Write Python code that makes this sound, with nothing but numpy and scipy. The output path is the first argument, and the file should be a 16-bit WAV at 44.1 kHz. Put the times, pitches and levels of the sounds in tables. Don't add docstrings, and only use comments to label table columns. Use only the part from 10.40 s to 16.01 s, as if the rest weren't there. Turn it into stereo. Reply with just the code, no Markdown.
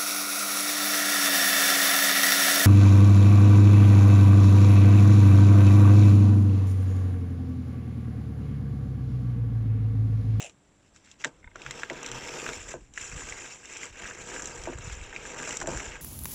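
import sys
import numpy as np
from scipy import signal
from scipy.fft import rfft, irfft, next_fast_len
from scipy.io import wavfile
from scipy.ndimage import uniform_filter1d, map_coordinates

SR = 44100
rng = np.random.default_rng(int(sys.argv[2]) if len(sys.argv) > 2 else 0)


def transcribe(signal):
    frames = np.atleast_2d(signal).T
    limited = np.clip(frames, -1, 1)
    pcm = np.round(limited * 32767).astype(np.int16)
    wavfile.write(sys.argv[1], SR, pcm)


N = 247401

# pitch_hz [Hz], level_db [relative dB]
TEETH_COLOUR = [(400, -17), (950, -12.5), (1270, -13.5), (1600, -8), (1950, -10.5), (2400, -5.5),
                (3100, -9), (3900, -13), (4700, -13.5), (5800, -3), (6600, -6), (7500, -1), (7950, -9.5),
                (8250, -18.5), (9200, -21.5), (10300, -27.5), (11500, -35), (14300, -30), (15700, -56)]
APART = signal.butter(1, 1500, "high", fs=SR)
SIDES = np.array([[0.5], [-0.5]])


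def gain_of(db):
    return 10 ** (np.asarray(db) / 20)


def evened(x):
    return x / np.sqrt(np.mean(x ** 2) + 1e-20)


def read(points, hz):
    f, value = np.transpose(points)
    return np.interp(np.log(hz + 1), np.log(f + 1), value)


def follow(points):
    s, value = np.transpose(points)
    return np.interp(np.arange(N) / SR, s, value)


def peaked(start, length, db, rise_db_per_s, fall_db_per_s):
    t = np.arange(N) / SR
    climb = rise_db_per_s * np.maximum(start - t, 0)
    fall = fall_db_per_s * np.maximum(t - start - length, 0)
    return db - climb - fall


def burst(t, rise):
    return (t / rise * np.exp(1 - t / rise)) ** 2


def colour(x, points):
    log_gain = np.log(gain_of(read(points, abs(np.fft.fftfreq(4096, 1 / SR)))))
    response = np.exp(np.conj(signal.hilbert(log_gain)))
    impulse = np.fft.ifft(response).real[:2048]
    return signal.oaconvolve(x, impulse[None], axes=1)[:, :N]


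def band(x, lo_hz, hi_hz):
    return signal.sosfilt(signal.butter(4, [lo_hz, hi_hz], "bandpass", fs=SR, output="sos"), x)


def below(x, hz):
    size = next_fast_len(N)
    loss = 1 + (np.fft.rfftfreq(size, 1 / SR) / hz) ** 12
    return irfft(rfft(x, size) / loss, size)[..., :N]


def resonate(x, hz, width_hz):
    return signal.lfilter(*signal.iirpeak(hz, hz / width_hz, SR), x)


def drift(cutoff_hz, channels=1):
    low_pass = signal.butter(2, cutoff_hz, fs=SR, output="sos")
    return evened(signal.sosfilt(low_pass, rng.standard_normal((channels, N))))


def add(mix, s, sound):
    part = mix[:, round(s * SR):][:, :sound.shape[1]]
    part += sound[:, :part.shape[1]]


def scrape(t60, apart, size, rise=0.0015):
    shared, left, right = rng.standard_normal((3, size))
    own = signal.lfilter(*APART, [left, right])
    t = np.arange(size) / SR
    return (shared + apart * own) * gain_of(-60 * t / t60) * (1 - np.exp(-t / rise)) ** 2


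def grains(per_s, spread_db, clump_db, t60, apart, wiry=0.0, count=16):
    size = gain_of(spread_db * np.minimum(rng.exponential(1, N), 3.5) + clump_db * drift(13.7)[0])
    size *= rng.random(N) < per_s / SR
    kind, out = rng.integers(0, count, N), np.zeros((2, N))
    for k, hz in enumerate(np.geomspace(1100, 8000, count)):
        tick = scrape(t60, apart, size=1024)
        tick = tick + wiry * resonate(tick, hz, 250)
        out += signal.oaconvolve((size * (kind == k))[None], tick, axes=1)[:, :N]
    return evened(out)


def pull_db():
    # time_s [s], teeth_db [dB]
    turning = [(0.12, -80.5), (0.6, -70.5), (1.14, -69), (1.17, -56), (1.24, -49), (1.4, -45.5),
               (1.46, -51), (1.53, -49), (1.62, -46.5), (1.7, -45), (1.76, -43), (1.9, -43.5), (2.08, -39),
               (2.25, -50.5), (2.32, -42), (2.375, -63), (2.52, -71.5), (2.545, -53.5), (2.62, -40.5),
               (2.7, -46), (2.78, -43.5), (2.95, -44), (3.14, -46), (3.19, -54), (3.44, -40), (3.52, -53.5),
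               (3.6, -44), (3.69, -43), (3.77, -47.5), (3.97, -43.5), (4.08, -45.5), (4.36, -49.5),
               (4.48, -43.5), (4.6, -47), (4.9, -46), (5.1, -40.5), (5.16, -45), (5.184, -50),
               (5.22, -42.5), (5.245, -54.5), (5.3, -43.5), (5.38, -43), (5.53, -45.5), (5.61, -48)]
    # start_s [s], length_s [s], teeth_db [dB]
    nudges = [(0, 0.095, -64), (0.548, 0.024, -62.5), (0.648, 0.07, -59.5), (0.806, 0.013, -49.5),
              (0.86, 0.006, -51)]
    levels = [follow(turning)]
    for start, length, db in nudges:
        levels.append(peaked(start, length, db, rise_db_per_s=900, fall_db_per_s=300))
    return np.max(levels, axis=0)


def tufted(x):
    depth_db, length_s, width_hz = 2, 0.024, 350
    z = signal.stft(x, nperseg=256, noverlap=192)[2]
    patches = rng.standard_normal(z.shape[1:])
    patches = uniform_filter1d(patches, max(round(width_hz * 256 / SR), 1), 0)
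    patches = evened(uniform_filter1d(patches, max(round(length_s * SR / 64), 1), 1))
    return signal.istft(z * gain_of(depth_db * patches), nperseg=256, noverlap=192)[1][:, :N]


def teeth():
    # time_s [s], fizz_db [dB]
    fizz_curve = [(0, 2.5), (.9, 1), (1.17, -4), (1.4, 0.5), (1.6, -2.5), (2.0, 3.5), (2.6, 0), (3.3, -0.5),
                  (3.62, -4), (4.08, 1.5), (4.38, -4.5), (4.48, -2.5), (4.72, -7), (5.0, -0.5), (5.4, 0.5),
                  (5.55, -7)]
    teeth_db = pull_db()
    fizz_db = teeth_db + follow(fizz_curve)
    rustle = grains(1600, 1.2, 1.3, 0.018, 1.0, wiry=5.0)
    ticks = grains(260, 3.0, 3.0, 0.006, 0.8, wiry=1.5)
    ticks -= 0.45 * (ticks - below(ticks, 4000))
    ticks += 2.06 * resonate(ticks, 1600, 69)
    tearing = tufted(colour(rustle + gain_of(-2) * ticks, TEETH_COLOUR))
    low = below(tearing, 4000)
    high = tearing - low
    low /= np.std(band(low, 1000, 4000))
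    high /= np.std(band(high, 5000, 8300))
    return gain_of(teeth_db) * low + gain_of(fizz_db) * high


def frame_rings(x):
    # pitch_hz [Hz], width_hz [Hz], level_db [relative dB]
    modes = [(141.4, 27, -3.5), (267, 60, -0.5), (354, 55, 0), (482.6, 49, 1), (635, 100, 1),
             (970, 109, -1.5), (1560, 124, -6.5)]
    out = 0
    for k, (hz, width, db) in enumerate(modes):
        out = out + (-1) ** k * gain_of(db) / np.sqrt(width) * resonate(x, hz, width)
    return out


def rumble():
    # time_s [s], rumble_db [dB]
    rumble_curve = [(0, 12.5), (.6, -50), (.9, 4), (1.3, -1), (1.9, 0), (2.2, -4.5), (2.6, -12), (2.8, -5),
                    (2.88, -5.5), (2.97, -5.5), (3.12, -7.5), (3.42, -10), (3.9, 0), (4.3, -0.5),
                    (4.52, -8), (5.0, 2), (5.12, -2), (5.3, 3), (5.61, -7)]
    shakes = grains(500, 0.44, 0.75, 0.036, 0.99, count=6)
    woody = evened(band(shakes, 543, 1270))
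    level = gain_of(pull_db() + follow(rumble_curve))
    return level * evened(evened(frame_rings(shakes)) + 0.6 * woody)


def snaps():
    # start_s [s], level_db [nominal dB], pitch_hz [Hz, before a small random shift],
    # fizz_db [nominal dB against the level]
    snap_list = [(0.004, -35, 2590, 13), (0.018, -38, 2400, 15), (0.025, -32.5, 2540, 12),
                 (0.039, -33, 2640, 5), (0.0957, -39.5, 2540, 7.5), (0.5611, -43, 1490, 11),
                 (0.714, -37, 3440, 12), (0.8406, -16, 2090, -6), (0.8454, -10, 1730, 2.5),
                 (0.846, -23, 3540, 9), (0.8529, -19, 1800, -2), (1.1575, -23.5, 1450, -2.5),
                 (1.218, -27, 2644, 0), (1.263, -20.5, 1540, -2), (1.3088, -18.5, 2060, 10),
                 (1.3955, -34, 1030, 14), (1.4332, -14.5, 1640, -5), (1.499, -17, 1998, -0.5),
                 (1.53, -39, 1080, 20), (1.63, -26.5, 970, 14.5), (1.645, -25, 2500, -6),
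                 (1.6615, -29.5, 1450, 20.5), (1.675, -33, 3280, 13), (1.6867, -30, 1540, 14),
                 (1.715, -28.5, 1430, 17.5), (1.751, -30, 950, 10.5), (2.064, -18, 1560, -9),
                 (2.0898, -18, 1520, 3), (2.132, -29.5, 1530, 15.5), (2.537, -39, 3000, 12.5),
                 (2.576, -15.5, 1850, -1), (2.614, -45, 1580, 25), (2.723, -28.5, 1600, 3),
                 (2.82, -27.5, 1090, -9), (2.9238, -19, 2130, -22), (3.255, -38, 2830, 17.5),
                 (3.36, -27, 2430, 0), (3.3693, -29.5, 2390, 11.5), (3.557, -31, 1670, -10),
                 (3.635, -26, 1750, -14), (3.655, -23, 1660, -17), (3.711, -23.5, 1660, -22),
                 (3.917, -27.5, 1690, -9), (3.963, -23.5, 1570, -9), (3.995, -22, 1610, 4.5),
                 (4.001, -27, 1600, 8), (4.021, -28, 1560, 14.5), (4.056, -35.5, 1660, 23.5),
                 (4.073, -37.5, 1630, 22.5), (4.2366, -33.5, 2960, 16.5), (4.334, -31.5, 1470, 7.5),
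                 (4.385, -30, 1520, 9.5), (4.498, -29, 1560, -1), (4.613, -30, 2370, 1),
                 (4.728, -25, 1710, -12), (4.7625, -16, 2410, -30), (4.863, -35, 1680, 15.5),
                 (4.944, -29, 1710, 7), (4.962, -25.5, 1315, -6), (5.0, -25, 1600, -7),
                 (5.024, -32, 1600, 14.5), (5.0747, -23.5, 1540, 7), (5.091, -27, 1068, 16.5),
                 (5.1072, -20, 2890, 6), (5.125, -23.5, 1600, 10), (5.15, -29, 1600, 9),
                 (5.1685, -31, 1350, 25), (5.17, -33, 2390, 23.5), (5.2018, -37, 1040, 22),
                 (5.214, -19, 1630, 4), (5.22, -17.5, 960, -7), (5.227, -32, 1507, 14),
                 (5.259, -26, 1600, -5), (5.2714, -27.5, 1730, 15.5), (5.291, -27, 2500, 6),
                 (5.315, -30, 2500, 13), (5.373, -21, 1560, 8), (5.3965, -25, 1560, 0),
                 (5.4025, -24.5, 1560, 6)]
    wires_hz = [5770, 7400]
    body_rise_s, fizz_rise_s = 0.00088, 0.00105
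    rebound_s, rebound_db = 0.0036, -8.5
    overtone, overtone_db = 1.55, -10
    body, fizz, t = np.zeros((2, N)), np.zeros((2, N)), np.arange(512) / SR
    for s, db, hz, fizz_db in snap_list:
        rattle_t60 = 4.7 * 0.013 * np.exp(-0.05 * (db + 43))
        rattle = band(scrape(rattle_t60, 0.32, size=4096), 0.5 * hz, 2.1 * hz)
        add(body, s, gain_of(db) * 0.15 * rattle)
        hiss = scrape(0.015, 1.0, size=1024, rise=0.0012)
        add(fizz, s, gain_of(db + fizz_db) * 0.51 * hiss)
        crack_noise = scrape(100, 0.4, size=1536, rise=1e-5)
        cracks = evened(band(crack_noise, 0.41 * hz, 2.27 * hz)).reshape(2, 3, 512)
        for bounce in range(3):
            late, pitch, turn, level = rng.random(4)
            at = s + bounce * rebound_s * (0.88 + 0.31 * late)
            force_db = db + bounce * (rebound_db + 3.4 * (level - 0.5))
            ring = 2 * np.pi * hz * (1 + 0.06 * (pitch - 0.5)) * t
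            tone = np.sin(ring) + gain_of(overtone_db) * np.sin(overtone * ring + 2 * np.pi * turn)
            strike = 0.49 * tone + 0.12 * cracks[:, bounce]
            add(body, at, gain_of(force_db) * burst(t, body_rise_s) * strike)
            ping = sum(np.sin(2 * np.pi * (f * t + rng.random())) for f in wires_hz)
            spray = 0.13 * ping + 0.45 * scrape(1, 0.96, size=512, rise=1e-5)
            add(fizz, at, gain_of(force_db + fizz_db) * burst(t, fizz_rise_s) * spray)
    thinned = 0.43 * (fizz + below(fizz, 11000)) - 0.88 * below(fizz, 3800)
    crackle = gain_of(-9) * band(fizz, 2760, 4280)
    return body + colour(thinned, TEETH_COLOUR) + crackle


def knocks():
    # start_s [s], blow_db [nominal dB], rattle_db [nominal dB against the blow], contact_ms [ms]
    jolt_list = [(0.849, -26.5, 0.5, 0.34), (1.155, -37.5, -10, 0.72), (1.504, -27, 2.5, 0.82),
                 (1.513, -31, -2.5, 1), (2.086, -35, 9.5, .7), (2.339, -27, -1, 0.83),
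                 (4.272, -24.5, 2.5, 1), (4.325, -36, -7, 0.88), (5.073, -32, 2, 0.64),
                 (5.216, -25, -3.5, 0.44), (5.239, -30.5, 3, .9), (5.274, -23, -1, 0.71),
                 (5.283, -24, 2.5, 0.89), (5.322, -31, 6.5, .8), (5.339, -35.5, 5, .8)]
    jolts, blows, t60 = np.zeros((2, N)), np.zeros((2, N)), 0.13
    for s, db, rattle_db, contact_ms in jolt_list:
        push = burst(np.arange(257) / SR, contact_ms / 3000)
        blow = np.diff(push) * np.ones((2, 1))
        blow /= np.linalg.norm(blow[0])
        rattle = scrape(t60, 0.31, size=8192, rise=0.0037)
        shudder = band(scrape(1.36 * t60, 0.19, size=8192, rise=0.012), 175, 426)
        shaking = 22.5 * rattle + 34.0 * contact_ms ** 2 * shudder
        add(jolts, s, gain_of(db + rattle_db) * shaking)
        add(jolts, s, gain_of(db) * 117.0 * blow)
        add(blows, s, gain_of(db) * 1010.0 * blow)
    return frame_rings(jolts + frame_rings(blows))


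def brush():
    # time_s [s], level_db [dB]
    rasp_curve = [(0, -41.5), (.05, -42), (.1, -58), (.115, -73)]
    # pitch_hz [Hz], level_db [relative dB]
    rasp_colour = [(300, -21), (650, 7), (1200, -24), (2700, 2), (4300, -22), (7500, -3), (8300, -14),
                   (15000, -44)]
    rasp = evened(colour(grains(1000, 2.4, 0.98, 0.0063, 0.79, count=6), rasp_colour))
    sounding = np.arange(N) < rasp_curve[-1][0] * SR
    return gain_of(follow(rasp_curve)) * rasp * sounding


def taps():
    # [dB, ahead of the ports]
    tap_list = [(1.028, -50), (1.043, -38), (1.074, -38), (1.114, -46.5)]
    # [60 dB decay, s]
    handle = [(950, -9, 0.041), (1520, 2, 0.017), (1830, 0, 0.014), (2130, 2.5, 0.022), (2660, -12, 0.0097),
              (3550, -6, 0.013)]
    out, t = np.zeros((2, N)), np.arange(2048) / SR
    for s, db in tap_list:
        ring = np.zeros(len(t))
        for hz, mode_db, t60 in handle:
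            fading_db = mode_db + 3.2 * rng.standard_normal() - 60 * t / t60
            ring += gain_of(fading_db) * np.sin(2 * np.pi * (hz * t + rng.random()))
        ring = ring * (1 - np.exp(-t / 0.0012)) ** 2
        add(out, s, gain_of(db) * np.array([ring, ring]) / abs(ring).max())
    return out


def ports(x):
    # time_s [s], lag_us [microseconds]
    lag_curve = [(0, 21), (2.1, 80), (2.3, 120), (3.6, 129), (5.61, 134)]
    # pitch_hz [Hz], level_db [dB]
    shadow = [(200, -1), (500, 0), (1200, -5), (1700, -2), (3500, -1), (5800, -4), (7500, -7), (8200, -3.5),
              (12000, -1.5)]
    lag = follow(lag_curve) * 1e-6 * SR
    low = below(x[0], 2960)
    late = 0
    for part, share in ((low, 0.45), (x[0] - low, 1)):
        late = late + map_coordinates(part, [np.arange(N) - share * lag], order=3)
    size = next_fast_len(N)
    shade = gain_of(read(shadow, np.fft.rfftfreq(size, 1 / SR)) / 2)
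    return irfft(np.array([rfft(late, size) * shade, rfft(x[1], size) / shade]), size)[:, :N]


def wind():
    # time_s [s], level_db [dB]
    wind_curve = [(0, -73), (.94, -65), (2.0, -55.5), (3.2, -66), (4.1, -49.5), (5.61, -55)]
    # [dB, left against right]
    gust_list = [(1.08, -61, -21), (1.29, -51.5, -10), (1.76, -50, -3), (2.2, -45.5, -13), (2.4, -49.5, -7),
                 (2.76, -44, -14.5), (2.9, -47, -1), (3.6, -51, -15), (4.2, -47, -18.5), (4.37, -46, 1.5),
                 (4.47, -44, -10), (4.54, -43, -7), (4.62, -48.5, -19), (4.72, -52, -4), (5.28, -43, 5),
                 (5.39, -38, -9), (5.48, -44.5, -10)]
    # pitch_hz [Hz], level_db [relative dB]
    gust_colour = [(8.8, -68), (15, 0.5), (43, 1), (97, -5.5), (184, -19.5), (268, -22), (300, -55),
                   (390, -35), (660, -120)]
    level = gain_of(follow(wind_curve))
    for s, db, pan_db in gust_list:
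        gust_db = peaked(s, 0, db, rise_db_per_s=103, fall_db_per_s=101)
        level = np.hypot(level, gain_of(gust_db + SIDES * pan_db))
    lumps = colour(rng.standard_normal((2, N)) * gain_of(7.2 * drift(26, channels=2)), gust_colour)
    lumps /= np.sqrt(uniform_filter1d(lumps ** 2, size=6000, axis=1) + 1e-12)
    return lumps * level


def thuds():
    # [dB, left against right]
    thud_list = [(1.073, -45.5, 55.3, 0.0071, -21), (1.285, -43.5, 136, 0.025, -1.5),
                 (1.75, -45, 125, 0.046, 0), (2.765, -40.5, 152, 0.0088, -9),
                 (4.359, -32.5, 76, 0.0058, -12), (4.457, -43, 89.5, .007, -17),
                 (4.478, -33, 96, 0.0035, -22), (4.525, -37, 60, 0.013, -6)]
    t, out = np.arange(-8192, 8192) / SR, np.zeros((2, N))
    for s, db, hz, length, pan_db in thud_list:
        swing = np.cos(2 * np.pi * (hz * t + rng.random())) * np.exp(-(t / length) ** 2)
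        add(out, s + t[0], gain_of(db + SIDES * pan_db) * swing)
    return out


def air():
    # pitch_hz [Hz], level_db [relative dB]
    hush_colour = [(24, -44), (40, -1), (96, 1), (167, -5), (189, 0.5), (249, -7.5), (290, -0.5),
                   (363, -7.5), (615, -10.5), (2840, -21.5), (3930, -22), (5000, -30), (6300, -40),
                   (7500, -11.5), (8200, -27), (10000, -35.5), (16000, -65)]
    # pitch_hz [Hz], likeness [0 unrelated to 1 the same]
    likeness = [(60, 0.92), (180, 1), (550, 0.78), (1650, 0.65), (4970, 0.025), (15000, 1)]
    size = next_fast_len(N)
    shared, own = rfft(rng.standard_normal((2, size)))
    hz = np.fft.rfftfreq(size, 1 / SR)
    same = np.clip(read(likeness, hz), -1, 1)
    right = same * shared + np.sqrt(1 - same ** 2) * own
    hush = np.array([shared, right]) * gain_of(read(hush_colour, hz))
    return gain_of(-62.5) * evened(irfft(hush, size)[:, :N])


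def scene():
    machine = teeth() + rumble() + brush() + snaps() + taps() + knocks()
    return ports(machine) + wind() + thuds() + air()


def record(dry):
    low_pass = signal.firwin(511, 16300, window=("kaiser", 9), fs=SR)
    return signal.oaconvolve(dry, low_pass[None], "same")


dry = scene()
out = record(dry)
transcribe(out)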